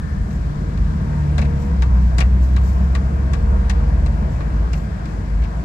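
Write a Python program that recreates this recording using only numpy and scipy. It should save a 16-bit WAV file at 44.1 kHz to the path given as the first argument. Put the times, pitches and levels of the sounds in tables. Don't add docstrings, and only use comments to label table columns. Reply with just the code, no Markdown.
import sys
import numpy as np
from scipy import signal
from scipy.fft import rfft, irfft, next_fast_len
from scipy.io import wavfile
from scipy.ndimage import uniform_filter1d

SR = 44100
rng = np.random.default_rng(int(sys.argv[2]) if len(sys.argv) > 2 else 0)


def bounce(signal):
    frames = np.transpose(np.atleast_2d(signal))
    limited = np.clip(frames, -1, 1)
    pcm = np.round(limited * 32767).astype(np.int16)
    wavfile.write(sys.argv[1], SR, pcm)


N = 248724
TIME = np.arange(N) / SR
SIZE = next_fast_len(N)
FREQ = np.maximum(np.arange(SIZE // 2 + 1) * SR / SIZE, 1.)


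def undb(db):
    return 10 ** (np.asarray(db) / 20)


def unit(x):
    return x / np.sqrt(np.mean(x ** 2))


def curves(table):
    s, *columns = np.transpose(table)
    return [np.interp(TIME, s, c) for c in columns]


def over_freq(points):
    hz, value = np.transpose(points)
    return np.interp(np.log(FREQ), np.log(hz), value)


def resonances(modes):
    power = 0
    for hz, width, db in modes:
        detune = (FREQ - hz ** 2 / FREQ) / width
        power = power + undb(2 * db) / (1 + detune ** 2) ** 2
    return np.sqrt(power)


def walk(rate):
    k = int(SR / rate)
    steps = np.repeat(rng.standard_normal(N // k + 1), k)
    return 1.501 * uniform_filter1d(uniform_filter1d(steps, k), k)[:N]


def swells(table):
    return sum(undb(2 * db) * np.exp(-2 * (2 * (TIME - s) / length) ** 2) for s, length, db in table)


# (frequency [Hz], left over right [dB])
LEFT_LOUDER = [(100, .4), (250, 1.6), (600, 0.0), (1300, 4.0), (1800, 7.0), (2800, 8.0), (4400, 13.0),
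               (7500, 13.0), (9500, .3), (15000, 0.0)]
# (frequency [Hz], shared power [0-1])
LIKENESS = [(40, .999), (100, .985), (200, .95), (300, .45), (450, .15), (800, .25), (1200, .55),
            (2000, .35), (8000, .3), (15000, .4)]
EAR_LAG_S = 0.00043


def ears(likeness):
    shared, left, right = rfft(rng.standard_normal((3, SIZE)))
    share = np.clip(likeness, 0, 1)
    lag_s = EAR_LAG_S / (1 + (400 / FREQ) ** 2) * (FREQ < 9500)
    late = np.exp(-2j * np.pi * FREQ * lag_s)
    common = np.sqrt(share) * shared * np.array([late, np.ones_like(late)])
    own = np.sqrt(1 - share) * np.array([left, right])
    return (common + own) * undb(over_freq(LEFT_LOUDER) * np.array([[.5], [-.5]]))


def stereo_noise(likeness, modes):
    return unit(irfft(ears(likeness) * resonances(modes))[:, :N])


# (time [s], firing rate [Hz])
SPEED = [(0.0, 68.0), (0.4, 70.5), (0.8, 75.8), (1.4, 73.0), (1.6, 70.0), (1.8, 64.2), (1.98, 61.2),
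         (2.8, 65.4), (3.4, 68.3), (4.0, 70.8), (4.5, 72.0), (5.64, 72.1)]
# (time [s], load [dB re full])
LOAD = [(0.0, -12), (.4, -6.5), (.65, -9.5), (1.0, -5.5), (1.35, -1), (1.65, 1), (2.7, 3), (3.1, 1),
        (4.3, -2), (4.7, -12), (5.0, -15), (5.64, -21)]
# (frequency [Hz], level [dB])
ORDER_COLOUR = [(60, -13), (64, -16.5), (68, -20), (73, -17), (124, -31), (132, -35), (141, -28),
                (147, -22), (185, -39), (200, -36.5), (222, -34.5)]
LOAD_SHARES = (1.28, 0.83, 0.89)
# (multiple of firing rate [x], level re second order [dB])
HALF_ORDERS = [(.5, -13.5), (1.5, -11), (2.5, -11.5), (4.0, -20)]
# (time at the loudest [s], length [s], added power [dB])
SHUDDER = [(1.58, 0.22, 4)]


def engine():
    (hz,), (load_db,) = curves(SPEED), curves(LOAD)
    turn = 2 * np.pi * np.cumsum(hz * (1 + 0.0018 * walk(12))) / SR
    order_db = []
    for k, share in zip((1, 2, 3), LOAD_SHARES):
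        order_db.append(np.interp(k * hz, *np.transpose(ORDER_COLOUR)) + share * load_db)
    uneven = [(k, order_db[1] + db + 2.2 * walk(8)) for k, db in HALF_ORDERS]
    order_db[1] = order_db[1] + 1.5 * walk(6) + 10 * np.log10(1 + swells(SHUDDER))
    orders = list(zip((1, 2, 3), order_db)) + uneven

    apart = np.array([[0], [.002]])
    out = 0
    for k, db in orders:
        start = 2 * np.pi * rng.random()
        level = np.sqrt(2) * undb(db + 0.72 * walk(9.8))
        out = out + level * np.sin(k * turn + start + k * hz * apart)
    return out * undb(np.array([[.2], [-.2]]))


# (time [s], ring [dB], treble [dB], knock [dB], favoured ring [Hz], rise [s],
#           tick [dB], tick pitch [Hz], favoured knock [Hz]); layer levels before their colouring
CRACKS = [(0.306, -40, -46, -35, 1700, 0.0015, -44, 6100, 600),
          (0.774, -39.5, -45, -35, 1650, 0.0017, -48, 4250, 704),
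          (1.380, -22, -28, -17, 1700, 0.0022, -33, 3950, 655),
          (1.4144, -28, -35.5, -27, 2410, 0.0038, -39, 5600, 730),
          (1.448, -37, -47, -42, 1960, 0.0027, -46, 3400, 700),
          (1.8206, -25, -31.5, -22, 1550, 0.0016, -26, 3940, 940),
          (2.1818, -22, -23, -18.5, 1600, .0025, -24, 4010, 910),
          (2.2022, -19, -26.5, -20, 2250, 0.0063, -34, 5460, 700),
          (2.563, -27, -37.5, -23.5, 1510, 0.0024, -26, 4000, 1100),
          (2.9492, -24.5, -31, -24, 1800, 0.0019, -31, 3560, 1150),
          (3.333, -28, -31, -25, 1640, 0.002, -31, 3500, 1150),
          (3.696, -23, -26, -23, 1850, 0.0023, -32, 5590, 900),
          (4.0603, -34, -38, -25, 2020, 0.0027, -38, 4140, 606),
          (4.405, -33.5, -48, -25.5, 1797, .003, -47, 3600, 1140),
          (4.7306, -31.5, -34, -26, 2360, 0.0037, -33, 5300, 640),
          (5.0544, -38.5, -42, -46, 2340, 0.0024, -45, 4900, 700),
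          (5.419, -36, -49, -49, 2200, 0.0035, -42, 3180, 700),
          (5.437, -39, -45, -47, 2300, 0.0057, -44, 4340, 700)]
# (frequency [Hz], width [Hz], level [dB])
CRACK_MODES = [(490, 240, 2), (666, 250, 0), (910, 79, -1.5), (1142, 77, 6.5), (1540, 540, -1),
               (1950, 1400, 0.5), (2380, 280, 0.5), (2680, 220, 4), (3970, 1100, 1), (4700, 3500, 3.5),
               (5700, 240, 7), (6610, 600, 2), (7630, 2800, 1.5), (12000, 2400, -18)]
CRACK_T60_S = 0.076


def cracks():
    noise = ears(0.17) * resonances(CRACK_MODES)
    knock_gain, treble_gain = 1 / (1 + (FREQ / 1300) ** 8), 1 / (1 + (3200 / FREQ) ** 6)
    gains = (knock_gain, 1 - knock_gain - treble_gain, treble_gain)
    low, ring, high = (unit(irfft(noise * g)[:, :N]) for g in gains)
    out, taps = np.zeros((2, 2, N))
    for s, ring_db, treble_db, knock_db, hz, rise_s, tick_db, tick_hz, knock_hz in CRACKS:
        a = int(s * SR)
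        age = TIME[:min(int(.16 * SR), N - a)]
        span = slice(a, a + len(age))
        fall = np.log(1000) * np.maximum(age - 0.61 * rise_s, 0) / CRACK_T60_S
        tail = 0.045 * np.exp(-fall / 3)
        snap, swell = (1 - np.exp(-(age / max(r, 1e-4)) ** 2) for r in (0.22 * rise_s, rise_s))
        mid, top = undb(ring_db) * ring[:, span], undb(treble_db) * high[:, span]
        favoured = 1.6 * signal.lfilter(*signal.iirpeak(hz, 4.5, fs=SR), mid + top)
        thud = 0.55 * low[:, span]
        thud = thud + 1.14 * signal.lfilter(*signal.iirpeak(knock_hz, 4.5, fs=SR), low[:, span])
        ringing = (mid + favoured) * (np.exp(-fall) + tail)
        knocking = undb(knock_db) * thud * np.exp(-.6 * fall)
        out[:, span] += swell * (ringing + knocking) + snap * top * (np.exp(-1.3 * fall) + tail)
        taps[:, span] += tick(age, tick_db, tick_hz)
    grain = undb(1.5 * walk(900))
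    return taps + out * grain / 2


TICK_T60_S, TICK_RISE_S = .014, .0012
# (frequency [Hz], level re main ring [dB])
TICK_UPPER = (6500, -9)


def tick(age, db, hz):
    left_hz, left_gain_db = np.transpose(LEFT_LOUDER)
    out = 0
    for ring_hz, ring_db in ((hz, db), (TICK_UPPER[0], db + TICK_UPPER[1])):
        left_db = np.interp(np.log(ring_hz), np.log(left_hz), left_gain_db)
        level = undb(ring_db + left_db * np.array([[.5], [-.5]]))
        out = out + level * np.sin(2 * np.pi * (ring_hz * age + rng.random((2, 1))))
    rise = 1 - np.exp(-(age / TICK_RISE_S) ** 2)
    return out * rise * np.exp(-np.log(1000) * age / TICK_T60_S)


# (frequency [Hz], width [Hz], level [dB])
BOOM_MODES = [(52.12, 2.5, -0.5), (58.7, 17.5, -10.5)]
# (frequency [Hz], width [Hz], level [dB])
PANEL_MODES = [(22, 16, -6.5), (35, 4.8, -5), (80, 18, -2.5), (96, 21, 2), (131, 65, -3), (168, 31, -1),
               (200, 37, -2.5), (303, 55, -15.5)]
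# (time at the loudest [s], length [s], boom drive [dB])
BUMPS = [(.2, 0.13, -17.5), (.42, 0.18, -24), (.84, 0.13, -14), (1.87, 0.19, -18.5), (2.2, 0.21, -19.5),
         (3.5, 0.27, -15), (3.9, 0.85, -16), (4.15, 0.14, -32), (4.62, 0.39, -15.5), (5.17, 0.056, -22),
         (5.39, 0.17, -13), (5.64, 0.23, -19.5)]
BOOM_DB, PANEL_DB, PANEL_LOAD_SHARE = -23, -24.5, 0.17


def body():
    steady = undb(2 * (BOOM_DB + np.where(TIME > 4.4, -1.5, 0)))
    boom = stereo_noise(over_freq(LIKENESS), BOOM_MODES)
    boom = boom / np.sqrt(.08 + uniform_filter1d(boom[0] ** 2, int(.06 * SR)))
    panels = stereo_noise(over_freq(LIKENESS), PANEL_MODES)
    panel_db = PANEL_DB + PANEL_LOAD_SHARE * curves(LOAD)[0]
    return boom * np.sqrt(steady + swells(BUMPS)) + panels * undb(panel_db)


# (start [s], loudest [s], end [s], start pitch [Hz], climb [Hz/s],
#                     steepening [Hz/s^2], loudest level [dB], fall [dB/s])
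WHINE = [(0.854, 1.2, 1.3, 930, -25, -1.5, -45.5, 13), (1.296, 1.48, 1.88, 456, 59, 2, -38.5, 8),
         (2.55, 3.35, 4.7, 461.3, -3, 10.5, -38, 12.5)]
WHINE_RISE_DB, WHINE_OCTAVE_DB = 12, -14


def whine():
    out = 0
    for start, top, end, hz, climb, steepen, top_db, fall_db in WHINE:
        rise = WHINE_RISE_DB * (top - TIME) / (top - start)
        db = top_db - np.where(TIME < top, rise, fall_db * (TIME - top))
        fade = np.clip(np.minimum(TIME - start, end - TIME) / 0.024, 0, 1)
        waver, patchy_db = 1 + .003 * walk(12), 1.7 * walk(12)
        pitch = (hz + climb * (TIME - start) + steepen * (TIME - start) ** 2) * waver
        turn = 2 * np.pi * np.cumsum(pitch) / SR
        line = np.sin(turn + np.array([[0], [1.4]])) + undb(WHINE_OCTAVE_DB) * np.sin(2 * turn)
        out = out + fade * np.sqrt(2) * undb(db + patchy_db) * line
    return out


# (time [s], share [0-1])
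PACE = [(0.0, 0), (.7, 0.4), (1.2, 0.77), (1.8, 0.74), (3.2, 0.97), (4.2, 1), (4.8, 0.78), (5.64, 0.73)]
# (level [dB], gain with speed [dB])
ROAD_BANDS = [(-47, 3.5), (-47.5, 7), (-46, 3.5), (-55, 1)]
# (frequency [Hz], relative density [dB per Hz])
ROAD_COLOUR = [(150, -25.5), (240, -1.5), (420, -5.5), (800, -11.5), (1050, -7), (1300, -11.5),
               (1700, -15.5), (2000, -19), (2600, -26), (3000, -28.5), (4200, -32), (6000, -35),
               (7600, -39), (8300, -35), (10300, -48), (11500, -41.5), (13000, -56), (15500, -58.5)]
# (frequency [Hz], width [Hz], level over the roar [dB])
CABIN_MODES = [(462, 32, 4), (671, 184, 4.5), (934, 22, 4.5), (1593, 220, 1), (2304, 6.9, 8.5),
               (2550, 25, 5.5), (4400, 86, -13), (5600, 120, -1), (4900, 88, -5.5), (7320, 290, 5)]
SWELL_DB = .45
LUMP_DB, LUMPS_PER_S = 1.0, 20


def road():
    pace = curves(PACE)[0]
    levels_db = [db + gain_db * pace for db, gain_db in ROAD_BANDS]
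    roar_db = levels_db[1]
    colour = undb(over_freq(ROAD_COLOUR)) * np.hypot(1, resonances(CABIN_MODES))
    noise = ears(over_freq(LIKENESS)) * colour
    swell_db = SWELL_DB * walk(1.78)
    lumps_db = LUMP_DB * pace * walk(LUMPS_PER_S)
    scale = np.std(irfft(noise * (FREQ > 550) * (FREQ < 1250)).mean(axis=0))
    out = 0
    for hz in 160 * 2 ** np.arange(0, 7, .5):
        crossfade = np.cos(np.pi / 2 * np.clip(2 * np.log2(FREQ / hz), -1, 1)) ** 2
        band = irfft(noise * crossfade)[:, :N]
        db = levels_db[np.searchsorted((550, 1200, 3000), hz)]
        if hz < 1300:
            flicker_db = 1.18 * walk(12) + (hz > 400) * lumps_db
        else:
            flicker_db = 0.58 * walk(13)
        out = out + band * undb(db - db.mean() + swell_db + flicker_db)
    return out * undb(roar_db.mean()) / scale


# (time at the loudest [s], length [s], level [dB])
SLIDES = [(.33, 0.087, -57.5), (1.63, .1, -53), (2.03, .16, -60), (2.44, 0.056, -50.5), (2.5, 0.17, -58),
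          (2.675, 0.086, -50), (2.76, 0.27, -56.5), (4.33, 0.055, -59), (4.77, 0.085, -53.5),
          (4.84, 0.043, -60)]
# (frequency [Hz], width [Hz], level [dB])
SLIDE_MODES = [(5300, 4100, 3), (7340, 1600, 3), (11900, 1000, 3), (14800, 1500, -11)]


def slides():
    hiss = stereo_noise(0.28 + .5 * (FREQ > 9500), SLIDE_MODES)
    return hiss * np.sqrt(swells(SLIDES)) * undb(1.8 * walk(160))


# (frequency [Hz], width [Hz], level [dB])
EARLY_RING = [(1660, 74, 0), (1786, 60, 0)]
EARLY_DB, EARLY_FADE_S = -47, 0.45


def early_ring():
    ring = stereo_noise(over_freq(LIKENESS), EARLY_RING)
    return ring * undb(EARLY_DB) * np.exp(-(TIME / EARLY_FADE_S) ** 2)


def scene():
    return engine() + cracks() + body() + whine() + road() + slides() + early_ring()


def record(dry):
    return signal.sosfilt(signal.ellip(10, .2, 70, 15750, fs=SR, output="sos"), dry)


dry = scene()
out = record(dry)
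bounce(out)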